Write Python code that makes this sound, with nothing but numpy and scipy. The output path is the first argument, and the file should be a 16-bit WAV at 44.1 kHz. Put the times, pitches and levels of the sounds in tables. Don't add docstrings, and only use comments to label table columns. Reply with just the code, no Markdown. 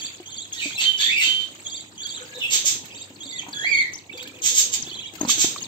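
import sys
import numpy as np
from scipy import signal
from scipy.fft import rfft, irfft, next_fast_len
from scipy.io import wavfile
from scipy.ndimage import uniform_filter1d

SR = 44100
rng = np.random.default_rng(int(sys.argv[2]) if len(sys.argv) > 2 else 0)


def how_loud(loudness_db):
    steps = np.asarray(loudness_db, float) / 20
    return 10 ** steps


def generate_wav(sig):
    pcm = np.round(np.clip(np.atleast_2d(sig).T, -1, 1) * 32767).astype(np.int16)
    wavfile.write(sys.argv[1], SR, pcm)


N = 250440

# top time in seconds,
# dip before it in Hz, ledge in Hz, top in Hz, level in dB.
TRILL_NOTES = [
    [(0.004, 3500, 3640, 4625, -36.5), (0.062, 3200, 3537, 4650, -35.5)],
    [(0.312, 3160, 3574, 4420, -41.5), (0.371, 3160, 3600, 4620, -40), (0.43, 3316, 3630, 4080, -38.5)],
    [(.588, 3350, 3600, 4340, -43), (.646, 3400, 3720, 4750, -39.5), (.704, 3300, 3590, 4420, -47),
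     (0.763, 3250, 3480, 4100, -35.5)],
    [(1.705, 3330, 3620, 4780, -37.5), (1.765, 3260, 3640, 4620, -35.5), (1.816, 3195, 3470, 4000, -41)],
    [(2.038, 3142, 3475, 4620, -36.5), (2.096, 3270, 3620, 4630, -34), (2.157, 3260, 3620, 4054, -36.5)],
    [(2.982, 2450, 3670, 4670, -45.5), (3.035, 3150, 3720, 4780, -42)],
    [(3.26, 3300, 3697, 4680, -38.5), (3.318, 3373, 3670, 4600, -38), (3.375, 3435, 3680, 4420, -37.5)],
    [(3.764, 3200, 3666, 4510, -38), (3.818, 3214, 3600, 4250, -36.5)],
    [(4.178, 3520, 3500, 4700, -41), (4.235, 3150, 3760, 4480, -41)],
    [(4.9, 3400, 3500, 4440, -36.5), (4.957, 3050, 3406, 4050, -38.5), (5.017, 3150, 3350, 3950, -36.5),
     (5.077, 2876, 3300, 3850, -38.5)],
]
# start in seconds from the scene start,
# last dip in Hz, last dip in dB, 2nd partial in dB.
TRILL_ENDINGS = [(-.052, 3250, -7, -1.5), (.262, 3300, -6, -2.5), (.548, 3430, -5, -13),
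                 (1.655, 2930, -18, -1), (1.983, 3125, 1.5, -4), (2.923, 3600, -24, -1),
                 (3.209, 3174, 9.5, -5), (3.726, 3150, -4, -9.5), (4.134, 3280, -5, -12.5),
                 (4.868, 3080, -16, -13)]
# 3rd partial in dB, left over right in dB, room send in dB.
TRILL_TONE = (-30, -4.3, -8)
LEAD_S = 0.008
DROP_S, FLICK_S, PERCH_S, TAIL_S = 0.013, 0.0035, 0.0035, 0.0089
REST_SHARE, LEDGE_SHARE = 0.34, 0.6
HIGH_TOP_HZ = 4300
LEAP_DB, TOP_DB, DIP_DB = 1, 0, -0.5
# frequency in Hz, gain in dB.
PARTIAL_GAIN = [(4750, -0.5), (5150, -12), (5900, -1), (6300, -0.5), (7500, 3.5), (7950, -12),
                (15700, -18.5), (16300, -90)]

# top time in seconds, low pitch in Hz, top pitch in Hz, level in dB.
PEEP_NOTES = [
    (2.917, 2600, 3300, -50),
    (2.992, 2550, 3300, -51),
    (4.141, 2600, 3600, -44),
    (4.206, 2400, 3520, -39.5),
    (4.282, 2350, 3550, -45),
    (4.358, 2430, 3600, -50.5),
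    (4.876, 2600, 3650, -49),
    (4.941, 2450, 3600, -50),
    (5.011, 2400, 3700, -46),
    (5.08, 2300, 3700, -49.5),
]
# seconds from the top, share of the height, level in dB.
PEEP_CURVE = [(-.028, -.05, -3), (-.011, .08, 2), (-.007, 0.57, -1), (-.003, 1, 6), (.005, 0.85, -2.5),
              (.009, .55, -9), (.013, .05, 4), (0.021, 0, -8)]

# start in seconds, length in seconds,
# start in Hz, end in Hz, level in dB.
HELD_WHISTLES = [
    (0.836, 0.18, 3116, 3050, -20.5),
    (1.241, 0.23, 3093, 3097, -21),
    (3.533, 0.14, 3440, 3275, -33),
    (0.518, 0.053, 3386, 3326, -38),
    (0.55, 0.079, 1920, 1850, -44.5),
    (2.286, 0.12, 1620, 1762, -49),
    (3.313, 0.12, 2080, 1880, -42),
    (3.536, 0.19, 6660, 6820, -44),
]
PIPED_NOTES = [
    (0.771, 0.043, 2697, 2673, -22.5),
    (1.17, 0.091, 2700, 2765, -23.5),
]
HELD_OVERTONES = [-34, -17, -18]
PIPED_OVERTONES = [-12.5, -3.5, 4, -7.5]

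# time in seconds, pitch in Hz, level in dB.
SWOOP_CURVES = [
    [(.985, 1653, -46), (1.04, 1790, -38.5), (1.075, 1920, -33), (1.095, 2130, -29.5), (1.12, 2480, -25.5),
     (1.14, 2620, -28.5), (1.17, 2353, -32.5), (1.205, 2225, -28.5), (1.23, 1920, -35)],
    [(3.532, 1620, -44), (3.61, 1682, -40), (3.635, 1875, -28), (3.655, 2097, -22.5), (3.68, 2394, -28.5),
     (3.705, 2394, -24.5), (3.73, 2237, -21), (3.8, 2177, -22.5), (3.83, 1924, -35), (3.88, 1980, -42.5)],
]
# 2nd to 7th partial in dB, then room send in dB.
SWOOP_TONE = (-14, -22, -38, -30, -29, -20, -1.5)
SWOOP_WAVER = (0.028, 0.022)

# time in seconds, pitch in Hz, level in dB.
BEND_CURVES = [
    [(.59, 2840, -28.5), (.605, 2760, -36.5), (.63, 2464, -27.5), (.665, 2507, -41.5), (.7, 2333, -47.5),
     (.745, 2466, -47)],
    [(.565, 3625, -35.5), (.59, 3890, -39.5), (.625, 3770, -41), (.66, 3650, -59.5)],
    [(.99, 3415, -19.5), (1.01, 3536, -20), (1.045, 3270, -26.5), (1.058, 3553, -19.5), (1.1, 3530, -34),
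     (1.16, 3590, -44)],
    [(1.16, 2660, -27.5), (1.205, 2770, -36), (1.225, 2600, -17.5), (1.25, 2994, -31.5)],
    [(2.34, 3900, -43), (2.365, 3790, -43.5), (2.39, 3620, -41.5), (2.425, 3463, -27.5), (2.45, 3304, -38),
     (2.49, 3290, -46)],
    [(2.405, 3000, -40), (2.43, 2770, -27), (2.46, 2733, -27), (2.5, 2710, -48)],
]
BEND_WAVER = (.05, 0.055, 0.032, 0.075, 0.037, 0.023)
BEND_SECOND_DB = (-15, -12, -18, -21.5, -24, -20)
# 3rd, 4th and 5th partial in dB, then room send in dB.
BEND_TONE = (-12.5, -10.5, -12, -1)

# start in seconds, start in Hz, end in Hz, level in dB.
CHIP_NOTES = [(0.113, 3620, 3440, -38), (0.137, 7270, 6350, -44), (0.171, 6900, 2940, -53),
              (0.524, 8300, 4140, -48), (1.787, 2050, 2160, -46), (2.035, 1580, 1500, -46.5),
              (0.782, 3280, 3340, -35), (0.977, 6530, 4400, -34.5), (2.245, 6800, 4380, -50),
              (3.155, 4960, 3530, -50), (4.115, 2650, 2800, -51), (4.251, 1600, 1700, -44.5),
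              (3.527, 5000, 3510, -35.5), (3.934, 6770, 4800, -29), (3.948, 5212, 6630, -33),
              (3.977, 6700, 3100, -42), (4.093, 2250, 2370, -40.5), (0.525, 6650, 6580, -34.5),
              (0.799, 4700, 3390, -35), (4.418, 6350, 6500, -30), (4.822, 6900, 4560, -28.5),
              (4.838, 4600, 2950, -41), (5.208, 6390, 6500, -28), (5.24, 7231, 3700, -44),
              (5.586, 3340, 3960, -36.5), (5.611, 2900, 2970, -36.5), (5.62, 6890, 6390, -29),
              (5.631, 6677, 3670, -38), (5.638, 8570, 7000, -59), (5.653, 3770, 3280, -39)]
CHIP_S, CHIP_S_PER_OCTAVE = 0.013, 0.006
# start pitch in Hz, left over right in dB.
CHIP_SIDE = [(2500, -3), (7000, 9.5)]

# start in seconds, length in seconds, level in dB.
COO_NOTES = [
    (2.2, 0.0514, -50),
    (2.3, 0.2, -62.5),
    (2.35, 0.0454, -49),
    (2.51, 0.07, -55),
    (4.14, 0.034, -50.5),
    (4.2, 0.063, -54),
    (4.33, .12, -59.5),
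    (4.5, 0.06, -56.5),
    (4.59, 0.10376, -58.5),
]
COO_HZ = 497.2

# start in seconds, rise in seconds, time to fall 60 dB in seconds,
# effort in dB, share of low sound in dB.
FAR_BIRD = [
    (.518, 0.029, 0.17, -41, -3.5),
    (0.58, 0.068, 0.36, -38.5, -2.5),
    (.775, 0.055, 0.22, -31.5, 6.5),
    (.965, 0.056, 0.4, -32.5, 5),
    (1.19, 0.045, 0.37, -30.5, 4.5),
    (1.376, 0.037, 0.11, -45, 6.5),
]
NEAR_BIRD = [
    (2.499, 0.045, 0.21, -21, -4),
    (2.645, 0.019, 0.24, -19, -9.5),
    (4.42, 0.046, 0.235, -20, -8),
    (4.53, 0.06, 0.21, -18, -11),
    (4.718, 0.025, 0.041, -21.5, -7.5),
    (5.274, 0.032, 0.1, -19.5, -6),
    (5.362, 0.067, 0.17, -20.5, -7),
    (5.491, 0.017, 0.18, -36, -15),
]
FAR_PAN_DB, NEAR_PAN_DB = -8, -8.5
FAR_START, NEAR_START = 0.05, 0.17
# frequency in Hz, width in Hz, level in dB.
BEAK_RINGS = [(3620, 60, 9), (4565, 56, 12.5), (5600, 19, -31.5), (6500, 160, 17), (7050, 60, -2),
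              (7482, 14, 20)]
BEAK_WANDER, BEAK_WANDER_S = 0.012, 0.0089
# frequency in Hz, level in dB per Hz.
RASP_TONE = [(530, -100.5), (900, -27), (1030, -35.5), (2080, -14), (3600, 0.5), (5040, -13.5),
             (6560, -2.5), (7840, -16), (8630, -25), (8950, -45), (9500, -64), (11100, -57.5), (11500, -13),
             (12100, -26.5), (15700, -30)]

# time in seconds, peak in dB, pitch in Hz, time to fall 60 dB in seconds.
BOX_KNOCKS = [(0.2, -31, 352, 0.073), (0.657, -26, 292, 0.094), (1.27, -36.5, 302, 0.11),
              (1.699, -49, 300, 0.11), (1.762, -48, 297, 0.084), (2.643, -37, 566, 0.057),
              (3.104, -35, 274, 0.045), (3.256, -37, 275.8, 0.17), (3.483, -33.5, 284, 0.066),
              (3.553, -39.5, 147, 0.1), (3.644, -30.5, 700, 0.031), (4.137, -34.5, 356, 0.051),
              (4.27, -43.5, 268, 0.34), (4.791, -43.5, 235.1, 0.25), (4.874, -27.5, 330, 0.023),
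              (5.135, -36.5, 317, 0.083), (5.183, -42.5, 1320, 0.13), (5.211, -13.5, 300, 0.038),
              (5.231, -17, 291, 0.047), (5.25, -18, 235, 0.038), (5.275, -26.5, 244, 0.12),
              (5.294, -18.5, 1187, 0.025), (5.376, -33, 313, 0.14), (5.444, -11, 328.6, 0.021),
              (5.561, -21, 1150, 0.022)]
# time in seconds, peak in dB, left over right in dB.
SHAVING_SNAPS = [(0.2013, -59.5, 11), (2.0666, -35.5, -10.5), (2.254, -50, -8.5), (2.393, -37, 2),
                 (2.8538, -33, -7.5), (3.0937, -45, -1.5), (3.4868, -39.5, 7), (3.53, -42, -1),
                 (3.93, -38.5, -5.5), (4.1745, -32.5, -2), (4.226, -33.5, -13.5), (4.274, -32.5, -3),
                 (4.8745, -35, -1), (4.921, -62, -4), (5.1362, -41, 18.5), (5.153, -31.5, 7.5),
                 (5.195, -36, -1.5), (5.213, -36, 16)]
# start in seconds, length in seconds, level in dB, centre in Hz.
SHAVING_RUSTLES = [
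    (0.032, 0.15, -40, 2530),
    (0.333, 0.043, -54.5, 2230),
    (1.981, 0.14, -50.5, 1620),
    (2.142, 0.11, -45, 1420),
    (2.555, 0.035, -47, 1230),
    (3.356, 0.1, -35, 2438),
    (3.4, 0.12, -45, 910),
    (4.95, 0.086, -66, 2505),
    (5.191, 0.087, -35.5, 960),
]

# time in seconds, chatter in dB.
FLOCK_STIR = [(0, -42.5), (0.219, -53.5), (.45, -53), (.7, -45.5), (1.3, -48.5), (1.6, -49.5), (1.92, -56),
              (2.2, -48), (2.7, -45.5), (2.951, -51.5), (3.15, -54.5), (3.699, -47.5), (4.049, -57.5),
              (4.349, -53), (4.85, -47), (5.099, -57), (5.3, -38), (5.68, -45)]
# frequency in Hz, level in dB per Hz.
CHATTER_TONE = [(710, -54.5), (1200, -3.5), (1320, -6), (1620, 0), (1950, -5.5), (2340, 3), (4230, 2),
                (4710, -3), (5900, -9), (6570, 4.5), (8140, 1), (8500, -14.5), (9000, -55.5),
                (11300, -56.5), (11700, -14), (15700, -13)]
# frequency in Hz, level in dB per Hz.
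RUMBLE_TONE = [(18, -41.5), (30, -37), (43, -53.5), (92, 1), (200, -2.5), (295, 1), (697, -9), (923, -6.5),
               (1290, -16.5), (1510, -26.5), (2000, -11), (2600, -53), (4400, -120)]
RUMBLE_DB, RUMBLE_SHARE, CALM_DB = -51, 0.44, -47
RUMBLE_RISE_DB = 0.8644
# frequency in Hz, level in dB.
FAN_TONES = [(99, -61.5), (302, -63)]

# frequency in Hz, likeness from -1 to 1.
PORT_LIKENESS = [(60, 0.03), (180, 0.97), (550, 0.54), (1650, -0.37), (4970, 0.067), (15000, -0.092)]
# frequency in Hz, left over right in dB.
PORT_LEAN = [(60, 1.5), (180, 0.5), (550, 2), (1650, -0.57), (4970, -2), (15000, -2)]
# frequency in Hz, time to fall 60 dB in seconds.
ROOM_DECAY = [(1500, 0.31), (3960, 0.33), (10400, 0.18)]
# first in seconds, last in seconds, level in dB.
TRAY_ECHOES = (.0006, .005, -11.5)
LEFT_LEAD = 10
DROPPED_BAND = (8620, 11620)


def trill(stage, notes, ending):
    start, last_hz, last_db, second_db = ending
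    rows = [(start - LEAD_S, 1.1 * notes[0][1], notes[0][4] - 6)]
    for s, dip, ledge, top, db in notes:
        flick = FLICK_S * (1 if top > HIGH_TOP_HZ else 2)
        middle = (ledge + top) / 2
        leap_level_db = db + LEAP_DB * (top - ledge) / 1000
        leap = s - PERCH_S - flick
        climb = leap - start
        land = s + PERCH_S + flick
        rows += [(start, dip, db + DIP_DB), (start + REST_SHARE * climb, dip, db + DIP_DB)]
        rows += [(start + LEDGE_SHARE * climb, ledge, db), (leap, ledge, db)]
        rows += [(leap + flick / 2, middle, leap_level_db)]
        rows += [(s - PERCH_S, top, db + TOP_DB), (s + PERCH_S, top, db + TOP_DB)]
        rows += [(s + PERCH_S + flick / 2, middle, leap_level_db), (land, ledge, db)]
        start = land + DROP_S / 2
    end = start + DROP_S / 2
    rows += [(end, last_hz, db + last_db), (end + TAIL_S, 0.97 * last_hz, db + last_db - 6.5)]
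    begin = rows[0][0]
    cut = max(round(-begin * SR), 0)
    hz, db = (curve[cut:] for curve in spread(rows))
    third_db, pan_db, room_db = TRILL_TONE
    voice = syrinx(uniform_filter1d(hz, 50), db, [second_db, third_db], 0.009, 0.006)
    add(stage, begin, voice, pan_db, room_db)
    second = syrinx(0.64 * uniform_filter1d(hz, 300), db - 28, [], 0.027, 0.01)
    add(stage, begin + 0.013, second, pan_db, room_db)


def syrinx(hz, db, overtones_db, wobble, fade_s, flutter_db=3.0):
    turns = np.cumsum(hz * (1 + wobble * drift(len(hz), 0.002))) / SR
    tone = 0
    for number, gain_db in enumerate((0, *overtones_db), start=1):
        tone = tone + how_loud(gain_db + read(PARTIAL_GAIN, number * hz)) * np.sin(2 * np.pi * number * turns)
    fade = signal.windows.tukey(len(hz), min(2 * fade_s * SR / len(hz), 1))
    return np.sqrt(2) * tone * how_loud(db + flutter_db * drift(len(hz), 0.004)) * fade


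def peeps(stage):
    for s, low_hz, top_hz, db in PEEP_NOTES:
        height, shape_db = spread(PEEP_CURVE)
        hz = low_hz + height * (top_hz - low_hz)
        add(stage, s + PEEP_CURVE[0][0], syrinx(hz, db + 2.5 + shape_db, [-20], 0.0057, 0.003), -3, -16)


def whistle(stage, row, overtones_db, wobble, room_db, swell=0.015, hold_share=0.46, fade_db=170):
    s, length, start_hz, end_hz, db = row
    t = np.arange(0, length, 1 / SR)
    swell_db = 8 * np.maximum(1 - t / swell, 0)
    tired_db = fade_db * np.maximum(t - hold_share * length, 0)
    hz = np.geomspace(start_hz, end_hz, len(t))
    add(stage, s, syrinx(hz, db - swell_db - tired_db, overtones_db, wobble, 0.0036), -3.5, room_db)


def whistles(stage):
    for row in HELD_WHISTLES:
        whistle(stage, row, HELD_OVERTONES, 0.004, -7)
    for row in PIPED_NOTES:
        whistle(stage, row, PIPED_OVERTONES, 0.012, -6)


def swoops(stage):
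    *overtones_db, room_db = SWOOP_TONE
    for rows, wobble in zip(SWOOP_CURVES, SWOOP_WAVER):
        voice = syrinx(*spread(rows), overtones_db, wobble, 0.00073, flutter_db=4.0)
        add(stage, rows[0][0], voice, -3.5, room_db)


def bends(stage):
    *overtones_db, room_db = BEND_TONE
    for rows, wobble, second_db in zip(BEND_CURVES, BEND_WAVER, BEND_SECOND_DB):
        voice = syrinx(*spread(rows), [second_db, *overtones_db], wobble, 0.0026, flutter_db=3.5)
        add(stage, rows[0][0], voice, -3.5, room_db)


def chips(stage):
    for s, start_hz, end_hz, db in CHIP_NOTES:
        octaves = abs(np.log2(end_hz / start_hz))
        hz = np.geomspace(start_hz, end_hz, round((CHIP_S + CHIP_S_PER_OCTAVE * octaves) * SR))
        add(stage, s, syrinx(hz, db, [-25], 0.006, 0.003), read(CHIP_SIDE, start_hz), -12)


def squawk(stage, row, pan_db, first, pulses_hz=380, uneven=0.35, gate=0.19, ring_db=-5, room_db=2.5):
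    s, rise, t60, db, low_db = row
    t = np.arange(-rise, t60, 1 / SR)
    size = len(t)
    turns = np.cumsum(pulses_hz * np.exp(uneven * drift(size, 0.00402))) / SR
    puffs = (gate + np.sin(np.pi * turns) ** 2) * how_loud(1.46 * drift(size, 0.0032)) * white(size)
    rasp = colour(puffs, lambda hz: read(RASP_TONE, hz))
    rings = 0
    for hz, width, gain_db in BEAK_RINGS:
        moving_hz = hz * (1 + BEAK_WANDER * drift(size, BEAK_WANDER_S))
        rings = rings + how_loud(gain_db) * evened(resonate(puffs, moving_hz, 3 * width))
    voice = evened(rasp) + how_loud(ring_db) * evened(rings)
    low = colour(voice, lambda hz: np.interp(hz, [4700, 5100], [0, -80]))
    rising = first + (1 - first) * np.cos(np.pi / 2 * t / rise) ** 2
    effort = np.where(t < 0, rising, how_loud(-60 * t / t60))
    add(stage, s, how_loud(db) * effort * (evened(voice - low) + how_loud(low_db) * evened(low)), pan_db, room_db)


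def coos(stage):
    for s, length, db in COO_NOTES:
        hz = np.full(round(length * SR), COO_HZ)
        add(stage, s, syrinx(hz, db + 8.5, [-25], 0.0019, 0.014), 1.5, -12)


def knocks():
    out, t = np.zeros((3, N)), np.arange(6000) / SR
    for s, db, hz, t60 in BOX_KNOCKS:
        thud = np.sin(2 * np.pi * hz * t)
        thud += 0.32 * np.sin(2 * np.pi * 2.07 * hz * t) * how_loud(-60 * t / 0.2)
        thud *= how_loud(-60 * t / max(t60, 0.01))
        crackle = resonate(rng.standard_normal(len(t)), 1300, 2100) * how_loud(-13 - 60 * t / 0.053)
        attack = 1 - np.exp(-t / 0.00069)
        add(out, s, how_loud(db) * (thud + crackle) * attack, 2, -20)
    return out[:2]


def snaps(stage):
    t = np.arange(1300) / SR
    for s, db, pan_db in SHAVING_SNAPS:
        burst = colour(rng.standard_normal(len(t)), lambda hz: read(CHATTER_TONE, hz) / 2)
        attack = 1 - np.exp(-t / 0.00035)
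        add(stage, s, how_loud(db - 2.0 - 60 * t / 0.051) * evened(burst) * attack, pan_db, -8)


def rustles(stage, grains_per_s=700):
    for s, length, db, hz in SHAVING_RUSTLES:
        size = round(length * SR)
        hits = rng.random(SR)[:size] < grains_per_s / SR
        grains = hits * how_loud(14.6 * white(size)) * np.sign(white(size))
        ringing = resonate(resonate(grains, hz, 420), hz, 420)
        add(stage, s, how_loud(db) * evened(ringing) * np.hanning(size), -1, -6)


def wash(spectrum, mean_db, share, size, patchy_db, flicker_db):
    hop = size // 4
    frames, hz = N // hop + 5, np.fft.rfftfreq(size, 1 / SR)
    a, b, c, d, patches = rng.standard_normal((frames, len(hz), 5)).T
    patches = evened(uniform_filter1d(uniform_filter1d(patches, 5, 0), 6, 1))
    same = np.clip(read(PORT_LIKENESS, hz), -1, 1)[:, None]
    left = a + 1j * b
    right = same * left + np.sqrt(1 - same ** 2) * (c + 1j * d)
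    z = np.array([left, right])
    flicker = flicker_db * rng.standard_normal(frames)
    z *= how_loud(read(spectrum, hz)[:, None] + patchy_db * patches + flicker)
    z *= how_loud(np.array([0.5, -0.5])[:, None, None] * read(PORT_LEAN, hz)[:, None])
    stir_db = np.interp(np.arange(N) / SR, *np.transpose(FLOCK_STIR))
    level = how_loud(mean_db + share * (stir_db - CALM_DB))
    return level * evened(signal.istft(z, nperseg=size, noverlap=size - hop)[1][:, :N])


def flock_and_rumble(t):
    chatter = how_loud(4.0) * wash(CHATTER_TONE, CALM_DB, 0.9, size=256, patchy_db=5.5, flicker_db=0.0)
    rumble = wash(RUMBLE_TONE, RUMBLE_DB, RUMBLE_SHARE, size=1024, patchy_db=2.0, flicker_db=2.0)
    return chatter + how_loud(RUMBLE_RISE_DB * t) * rumble


def fan_hum(t):
    hum = 0
    for hz, db in FAN_TONES:
        hum = hum + np.sqrt(2) * how_loud(db + 1.5 * drift(N, 0.05)) * np.sin(2 * np.pi * hz * t)
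    return hum


def tray(x, wait):
    first, last, db = TRAY_ECHOES
    taps = np.zeros(round(0.02 * SR))
    delay, sign = rng.random((2, 7))
    at = np.round(SR * (first + (last - first) * delay)).astype(int)
    taps[at] = how_loud(db - 1.4 * delay) * np.sign(sign - 0.5)
    taps[wait] = 1
    return signal.oaconvolve(x, taps / np.linalg.norm(taps))[:N]


def room(x):
    taps = np.zeros((2, SR))
    at = np.arange(200, SR - 20, 20) + rng.integers(0, 20, (2, (SR - 201) // 20))
    np.put_along_axis(taps, at, rng.choice([-1., 1.], at.shape), 1)
    hz, t, z = signal.stft(taps, SR, nperseg=256)
    tail = signal.istft(z * how_loud(-60 * t / read(ROOM_DECAY, hz)[:, None]), SR, nperseg=256)[1]
    return signal.fftconvolve(x[None], tail / np.linalg.norm(tail[0]), axes=1)[:, :N]


def add(stage, s, sound, pan_db, room_db):
    part = stage[:, max(round(s * SR), 0):][:, :len(sound)]
    part += how_loud(np.array([[pan_db / 2], [-pan_db / 2], [room_db]])) * sound[:part.shape[1]]


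def spread(rows):
    s, *columns = np.transpose(rows)
    t = np.arange(s[0], s[-1], 1 / SR)
    return [np.interp(t, s, column) for column in columns]


def read(points, hz):
    f, value = np.transpose(points)
    return np.interp(np.log(hz + 1), np.log(f + 1), value)


def evened(x):
    return x / np.sqrt(np.mean(x ** 2) + 1e-20)


def white(size):
    return rng.standard_normal(max(size, SR // 2))[:size]


def drift(size, smooth_s):
    width = max(round(smooth_s * SR), 1)
    return evened(uniform_filter1d(uniform_filter1d(white(size), width), width))


def colour(x, gain_db):
    size = next_fast_len(len(x) + 512)
    return irfft(rfft(x, size) * how_loud(gain_db(np.fft.rfftfreq(size, 1 / SR))), size)[:len(x)]


def resonate(x, hz, width):
    turn = np.exp(2j * np.pi * np.cumsum(hz * np.ones(len(x))) / SR)
    r = np.exp(-np.pi * width / SR)
    return 2 * (turn * signal.lfilter([1 - r], [1, -r], x / turn)).real


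def scene():
    stage, t = np.zeros((3, N)), np.arange(N) / SR
    for notes, ending in zip(TRILL_NOTES, TRILL_ENDINGS):
        trill(stage, notes, ending)
    peeps(stage)
    whistles(stage)
    swoops(stage)
    bends(stage)
    chips(stage)
    for row in FAR_BIRD:
        squawk(stage, row, FAR_PAN_DB, FAR_START)
    for row in NEAR_BIRD:
        squawk(stage, row, NEAR_PAN_DB, NEAR_START)
    coos(stage)
    snaps(stage)
    rustles(stage)
    left, right, send = stage
    near = np.array([tray(left, wait=0), tray(right, wait=LEFT_LEAD)])
    echoes = room(send) * how_loud(np.array([[-1.5], [1.5]]))
    return near + echoes + knocks() + fan_hum(t) + flock_and_rumble(t)


def roll_off(x):
    return signal.sosfilt(signal.butter(12, 15850, fs=SR, output="sos"), x)


def record(dry):
    dry = 0.9 * np.tanh(dry / 0.9)
    band_stop = signal.firwin(601, DROPPED_BAND, window=("kaiser", 6), fs=SR)
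    x = signal.oaconvolve(dry, band_stop[None], "same")
    x = x + how_loud(-30.0) * dry
    x = signal.sosfilt(signal.butter(3, 65, "high", fs=SR, output="sos"), x)
    top_cut = signal.firwin(401, 15800, window=("kaiser", 8), fs=SR)
    x = signal.oaconvolve(x, top_cut[None], "same")
    return roll_off(x)


dry = scene()
out = record(dry)
generate_wav(out)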